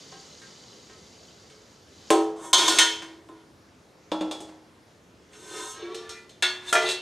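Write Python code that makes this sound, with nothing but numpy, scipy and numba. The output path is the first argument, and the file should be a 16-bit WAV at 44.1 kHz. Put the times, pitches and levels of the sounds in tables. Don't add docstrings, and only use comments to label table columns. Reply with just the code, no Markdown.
import sys
import numpy as np
from scipy import signal
from scipy.io import wavfile
from numba import njit

SR = 44100
rng = np.random.default_rng(int(sys.argv[2]) if len(sys.argv) > 2 else 0)


def transcribe(u):
    v = np.clip(np.atleast_2d(u).T, -1, 1)
    q = np.round(v * 32767).astype(np.int16)
    wavfile.write(sys.argv[1], SR, q)


N = 309141

# t/s, tick level/dB, then level/dB at f/Hz = 170, 400, 1000, 2000, 4000, 8000
STEEL_BLOWS = [(0.122, -39, -63, -49, -53, -59.5, -54, -65), (0.417, -40, -61, -59, -63, -52, -66, -56),
               (0.896, -35.5, -63, -53, -63, -55.5, -61, -66), (1.499, -35.5, -55, -55, -72, -60, -57, -59),
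               (2.104, 9, -46, -9.5, -16.5, -29.5, -29.5, -23),
               (2.531, -10, -60, -26, -18, -30, -12.5, -16), (2.68, -10, -52, -36, -21, -36, -19.5, -21.5),
               (2.786, -7, -45, -26.5, -25, -17.5, -14.5, -14),
               (3.021, -15, -20, -49.5, -46, -47, -51, -51), (3.289, -29, -52, -53, -46.5, -69, -75, -65.5),
               (5.332, -43.5, -44.5, -66, -65, -56, -54.5, -66), (5.946, -14, -58, -35, -59, -53, -38, -43),
               (6.093, -19, -53, -63, -51, -59, -36.5, -42), (6.294, -47, -62, -64, -76, -61, -51, -55),
               (6.424, 0.5, -48, -40.5, -23, -25, -23.5, -26.5),
               (6.727, -20, -69, -28, -19, -26, -24.5, -21.5),
               (6.753, -26, -46, -27.5, -28.5, -26, -29, -57), (6.889, -1, -65, -32, -45, -45, -31, -39)]
FUNNEL_KNOCKS = [(4.117, -5.5, -36, -19, -24.5, -43, -34, -47.5),
                 (4.209, -23, -33, -21.5, -33, -47, -41, -50), (4.312, -30, -53, -29, -38, -49, -35, -40),
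                 (4.405, -18, -47, -33, -53, -64, -54, -46), (4.488, -35, -49, -48, -51, -60, -66.5, -69)]
# t/s, level/dB
POUR_LEVEL = [(0.0, -52), (0.2, -53), (1.48, -59), (1.85, -64.5), (2.1, -52.5)]
# f/Hz, coherence
AIR_COHERENCE = [(60, 0.96), (180, 0.96), (550, 0.81), (1650, 0.4), (4970, 0.98), (15000, 0.31)]


def pot_and_ladle(blow_db=-6, rub_db=-30, scatter_db=0.5, chatter_db=-28, chatter_s=0.036):
    # f/Hz standing, f/Hz tipped
    mode_hz = [(320, 366), (371, 380), (425, 444), (579, 633), (751, 694), (783, 794), (956, 947),
               (1015, 1190), (1262, 1392), (1537, 1758), (1814, 2011), (2134, 2428), (2309, 2509),
               (2783, 3122), (1440, 1440), (1682, 1682), (1803, 1803), (2188, 2188), (2705, 2705),
               (3095, 3095), (3276, 3276), (3373, 3373), (3475, 3475), (3556, 3556), (3663, 3663),
               (3811, 3811), (3959, 3959), (4161, 4161), (4414, 4414), (5230, 5230), (5486, 5486),
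               (6223, 6223), (6350, 6350), (6434, 6434)]
    # T60/s, then coupling level/dB at places 0 to 4
    mode_response = [(0.59, 4.5, 3, 4.5, 1, -4.5), (0.4, -9.5, -7, -4, 0, -6.5),
                     (0.5, -4.0, -4, 2, -11, 4.5), (0.32, -5, -13, -2, -14.5, -8),
                     (0.2, -20, -16.5, 1, -15, -2), (0.41, -3.5, -15.5, -9.0, -27, -5),
                     (0.4, -7, -4.5, -8.5, -9.5, -3), (0.24, -0.5, 3.5, -1, -16, 10),
                     (0.42, -11.5, -9, 5.5, -18, 1), (0.24, -3, -2.5, 9, -14.0, 6),
                     (0.24, -9, -3.5, 4, -1, 0), (0.19, -16, 0.5, 0, -17, 0.5),
                     (0.2, -7.5, -20, -5.0, -23, -17), (0.14, -4.5, -20.5, -2, -16.0, -3),
                     (0.31, -26, -0.5, -12, -1.5, -3.5), (0.19, -9.0, -6, -3, 8, -5),
                     (0.18, -13, 2, -22, 5.5, -4), (0.18, -11, -7.5, -24.0, 2.5, -17),
                     (0.24, -5, -12, -22, 5, -10), (0.39, -8, -1.0, -13, -7, -4.5),
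                     (0.24, -17, -6, -2.5, -7.5, -9), (0.22, -3, 5, -17.0, 1, -5),
                     (0.13, -12.0, 1, -8, 1, -7), (0.2, -5.0, 0.5, -21.0, 9, 1),
                     (0.085, -8, 1.5, -20, -15, -3), (0.17, -7.5, -6, -6, 0.5, -17),
                     (0.14, -6, -9, -7, 0, -9), (0.13, -9, -8.5, -15, -1.5, -3), (0.1, 0, -6, -10, 2.5, -8),
                     (0.14, -13, -11.5, -12.0, -9, -11), (0.18, -11, -7.5, -7, -13, -6.5),
                     (0.11, -4.5, -2, -4, -10, -10), (0.16, -5.0, -2.5, -10, -7.0, -6),
                     (0.14, -1, -5, -17, -7, -2)]
    # from t/s, place (0 pot base, 1 loose ladle, 2 pot wall, 3 ladle bowl, 4 stirring)
    contacts = [(0, 4), (2, 0), (2.35, 1), (5, 4), (6.4, 3), (6.72, 2), (6.86, 3)]
    # t/s, tilt (0 standing, 1 tipped)
    tilt_path = [(0, 0.25), (5.6, 0.02), (5.75, 0.2), (5.9, 0.61), (5.999, 0.88), (6.12, 0.94), (7.01, 1)]
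    blows, t = np.array(STEEL_BLOWS), np.arange(N) / SR
    tilt = np.interp(t, *np.transpose(tilt_path))
    starts, places = np.transpose(contacts)
    place = places[np.searchsorted(starts, t + .01, side="right") - 1].astype(int)
    roughness = grit(per_s=900, spread_db=2.0)
    scatter = rng.normal(0, scatter_db, (len(blows), len(mode_hz)))
    out = np.zeros(N)
    for k, ((standing, tipped), (t60, *place_db)) in enumerate(zip(mode_hz, mode_response)):
        kicks = impulses(blows, blow_db + zone_db(blows[:, 2:], standing) + scatter[:, k]) * (-1) ** k
        chatter = amp(chatter_db) * decay(kicks, np.exp(-1 / (chatter_s * SR)))
        force = kicks + (chatter + amp(rub_db) * rubbing(standing)) * np.roll(roughness, 37 * k)
        hz = standing + tilt * (tipped - standing)
        out += ring(force * amp(place_db)[place], hz, damping(t60), SR)
    return out


def rubbing(hz):
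    # t/s, then level/dB at f/Hz = 400, 1000, 2000, 4000, 8000
    strokes = [
        [(2.36, -60, -49, -77, -65, -63), (2.454, -43.5, -41, -57, -57, -42), (2.52, -52, -63, -70, -71, -48)],
        [(2.58, -37, -29.5, -35, -26, -32), (2.768, -37, -43.5, -43, -36, -34), (2.78, -27, -29, -31, -23, -34)],
        [(3.1, -56, -65, -71, -72, -76), (3.262, -57.5, -73, -85, -90, -91), (3.31, -47, -57.5, -78, -76, -85),
         (3.42, -84, -82, -71, -71, -82)],
        [(5.3, -73, -75, -77, -81, -75), (5.33, -61.5, -72.5, -71, -63, -59),
         (5.584, -42.5, -48, -49.5, -44, -39), (5.722, -68, -57.5, -63, -51, -41),
         (5.826, -37.5, -57, -52.5, -51, -64), (6.002, -57, -56, -63, -55, -69.5),
         (6.172, -59, -75.5, -46, -71, -69), (6.25, -83, -69, -84, -76, -75)],
        [(6.62, -64, -53, -58, -70, -66), (6.696, -64, -42, -53, -38.5, -39), (6.72, -46, -59, -62, -57, -40)],
        [(6.82, -33.5, -43, -49, -36, -51), (6.92, -62, -47, -51, -34.5, -34), (7.01, -60, -69, -59, -57, -64)],
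    ]
    out = np.zeros(N)
    for stroke in map(np.array, strokes):
        span = np.arange(int(stroke[0, 0] * SR), min(int(stroke[-1, 0] * SR), N))
        out[span] = amp(np.interp(span / SR, stroke[:, 0], zone_db(stroke[:, 1:], hz)))
    return out


def funnel(knock_db=-1, scatter_db=0.97):
    # f/Hz, T60/s, level/dB
    modes = [(186.5, 0.35, -5), (314.6, 0.58, -0.5), (476, 0.19, -13.5), (590, 0.1, -5), (840, 0.68, -14),
             (952, 0.16, -5), (1074, 0.13, -4.5), (1337, 0.55, -15), (2370, 0.12, -3), (2760, 0.046, 6),
             (3270, .2, -7), (3390, 0.18, 4), (3504, 0.2, -9), (3570, 0.089, 4.5), (5070, 0.22, -7.5),
             (6660, 0.061, 0)]
    knocks, out = np.array(FUNNEL_KNOCKS), np.zeros(N)
    for k, (hz, t60, db) in enumerate(modes):
        levels = knock_db + db + zone_db(knocks[:, 2:], hz) + rng.normal(0, scatter_db, len(knocks))
        out += ring(impulses(knocks, levels) * (-1) ** k, np.full(N, float(hz)), damping(t60), SR)
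    return out


def contact_ticks(tick_db=-12, tick_hz=3040.0, t60=0.0017):
    hits = np.array(STEEL_BLOWS + FUNNEL_KNOCKS)
    return ring(impulses(hits, tick_db + hits[:, 1]), np.full(N, tick_hz), damping(t60), SR)


def dense_modes(blow_db=-12, rub_db=-7, crack_db=2, crack_s=0.013):
    # f/Hz, spectrum level/dB, T60/s
    spectrum = [(110, -20, .3), (182, -5.5, 0.74), (314, -2.5, 0.97), (590, 13.5, 0.69), (1121, 9, 0.61),
                (2420, 12.5, 0.5), (4800, 5.5, 0.55), (8600, 9.5, .32), (11230, -11.5, 0.41),
                (15500, -24.5, .25)]
    # f/Hz, coherence
    coherence = [(200, 0.98), (1000, 1), (3000, .94), (12000, 0.98)]
    hits, out = np.array(STEEL_BLOWS + FUNNEL_KNOCKS), 0
    for hz, noise in noise_bands(coherence, skip=7):
        kicks = impulses(hits, blow_db + zone_db(hits[:, 2:], hz))
        tail = decay(kicks, damping(at_hz(spectrum, hz, column=2)))
        crack = amp(crack_db) * decay(kicks, np.exp(-1 / (crack_s * SR)))
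        out += amp(at_hz(spectrum, hz)) * (tail + crack + amp(rub_db) * rubbing(hz)) * noise
    return out


def pour_hiss(level_db=2, splutter_db=1.0):
    # f/Hz, spectrum level/dB
    spectrum = [(82, -36), (140, -1.5), (267, -4), (344, -8.5), (435, 1.5), (572, -14), (1850, -15),
                (2080, -16.5), (2430, -18), (5980, -7), (15000, -53.5)]
    surge, hiss = 0.42 * drift(5.0), 0
    for hz, noise in noise_bands(AIR_COHERENCE):
        hiss += amp(at_hz(spectrum, hz) + splutter_db * (surge + drift(25.0))) * noise
    return pour_envelope(level_db) * hiss / hiss.std()


def singing_jar(drops_per_s=400, level_db=-3):
    # f/Hz, bandwidth/Hz, level/dB
    resonances = [(2058, 34, -4.5), (3055, 160, 2.5), (3560, 160, 0.5), (4040, 170, 4), (4630, 130, 5.5),
                  (4900, 64, -3.5), (5890, 53, -11), (6560, 82, 0), (6710, 96, -5)]
    notes = 0
    for hz, width, db in resonances:
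        splashes = grit(drops_per_s, spread_db=4.0)
        note = ring(splashes, np.full(N, float(hz)), np.exp(-np.pi * width / SR), SR)
        notes += amp(db) * np.sqrt(width) * note
    return pour_envelope(level_db) * notes / notes.std()


def reverberation(sound, t60=0.38, level_db=-5):
    t = np.arange(int(.4 * SR)) / SR
    mid, side = rng.standard_normal((2, len(t))) * amp(-60 * t / t60) * (t > .004)
    response = mid + 0.45 * np.diff(side, prepend=0) * [[1], [-1]]
    response /= np.linalg.norm(response[0])
    return amp(level_db) * signal.fftconvolve(sound[None], response, axes=1)[:, :N]


def room_tone(level_db=-55.5, waver_db=1.5):
    # f/Hz, spectrum level/dB
    spectrum = [(20, -49), (35, -26), (58, -7), (85, 1.5), (140, -3), (255, -1.5), (420, -3.5), (750, -9.5),
                (1300, -12.5), (3000, -19), (6000, -21), (9000, -30), (12000, -31), (16000, -56.5)]
    air = 0
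    for hz, noise in noise_bands(AIR_COHERENCE):
        air += amp(at_hz(spectrum, hz) + waver_db * drift(4.0)) * noise
    return amp(level_db) * air / air.std()


def amp(db):
    return 10 ** (np.asarray(db) / 20)


def damping(t60):
    return amp(-60 / (t60 * SR))


def decay(kicks, r):
    return signal.lfilter([1], [1, -r], kicks + 1e-12)


def pour_envelope(offset_db):
    return amp(offset_db + np.interp(np.arange(N) / SR, *np.transpose(POUR_LEVEL), right=-120))


def at_hz(table, hz, column=1):
    table = np.array(table)
    return np.interp(np.log(hz), np.log(table[:, 0]), table[:, column])


def zone_db(levels, hz):
    centres = [170, 400, 1000, 2000, 4000, 8000]
    return np.array([np.interp(np.log(hz), np.log(centres[-len(row):]), row) for row in levels])


def impulses(hits, levels_db):
    force = np.full(N, 1e-18)
    force[(hits[:, 0] * SR).astype(int)] = amp(levels_db)
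    return force


def grit(per_s, spread_db):
    clicks = (rng.random(N) < per_s / SR) * amp(spread_db * np.minimum(rng.exponential(1, N), 4))
    clicks *= rng.choice([-1, 1], N)
    return clicks / clicks.std()


def drift(rate_hz, step=40):
    r = np.exp(-2 * np.pi * rate_hz * step / SR)
    slow = signal.lfilter([1], [1, -2 * r, r * r], rng.standard_normal(N // step + 2002))[2000:]
    return np.interp(np.arange(N) / step, np.arange(len(slow)), slow / slow.std())


def noise_bands(coherence, skip=0):
    edges, white = 22 * 2 ** (np.arange(skip, 30) / 3), rng.standard_normal((2, 2, N))
    for k, (low, high) in enumerate(zip(edges, edges[1:])):
        band = signal.butter(2, [low, high], "band", fs=SR, output="sos")
        mid, side = signal.sosfilt(band, white[k % 2])
        hz = np.sqrt(low * high)
        alike = at_hz(coherence, hz)
        yield hz, np.sqrt(1 + alike) * mid + np.sqrt(1 - alike) * side * [[1], [-1]]


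@njit
def ring(force, hz, r, sr):
    out, feedback, gain = np.zeros(len(force)), 0., 0.
    for i in range(2, len(force)):
        if i % 64 == 2:
            angle = 2 * np.pi * hz[i] / sr
            feedback, gain = 2 * r * np.cos(angle), np.sin(angle)
        out[i] = gain * force[i - 1] + feedback * out[i - 1] - r * r * out[i - 2]
    return out


def scene(bass_cut_hz=150, right_db=0.11):
    bodies = pot_and_ladle() + funnel() + contact_ticks() + singing_jar()
    direct = signal.sosfilt(signal.butter(4, bass_cut_hz, "high", fs=SR, output="sos"), bodies)
    mix = direct + reverberation(direct) + dense_modes() + pour_hiss() + room_tone()
    return mix * amp([[-right_db / 2], [right_db / 2]])


def record(dry, stop_hz=16600):
    return signal.sosfilt(signal.cheby2(14, 70, stop_hz, fs=SR, output="sos"), np.tanh(dry))


dry = scene()
out = record(dry)
transcribe(out)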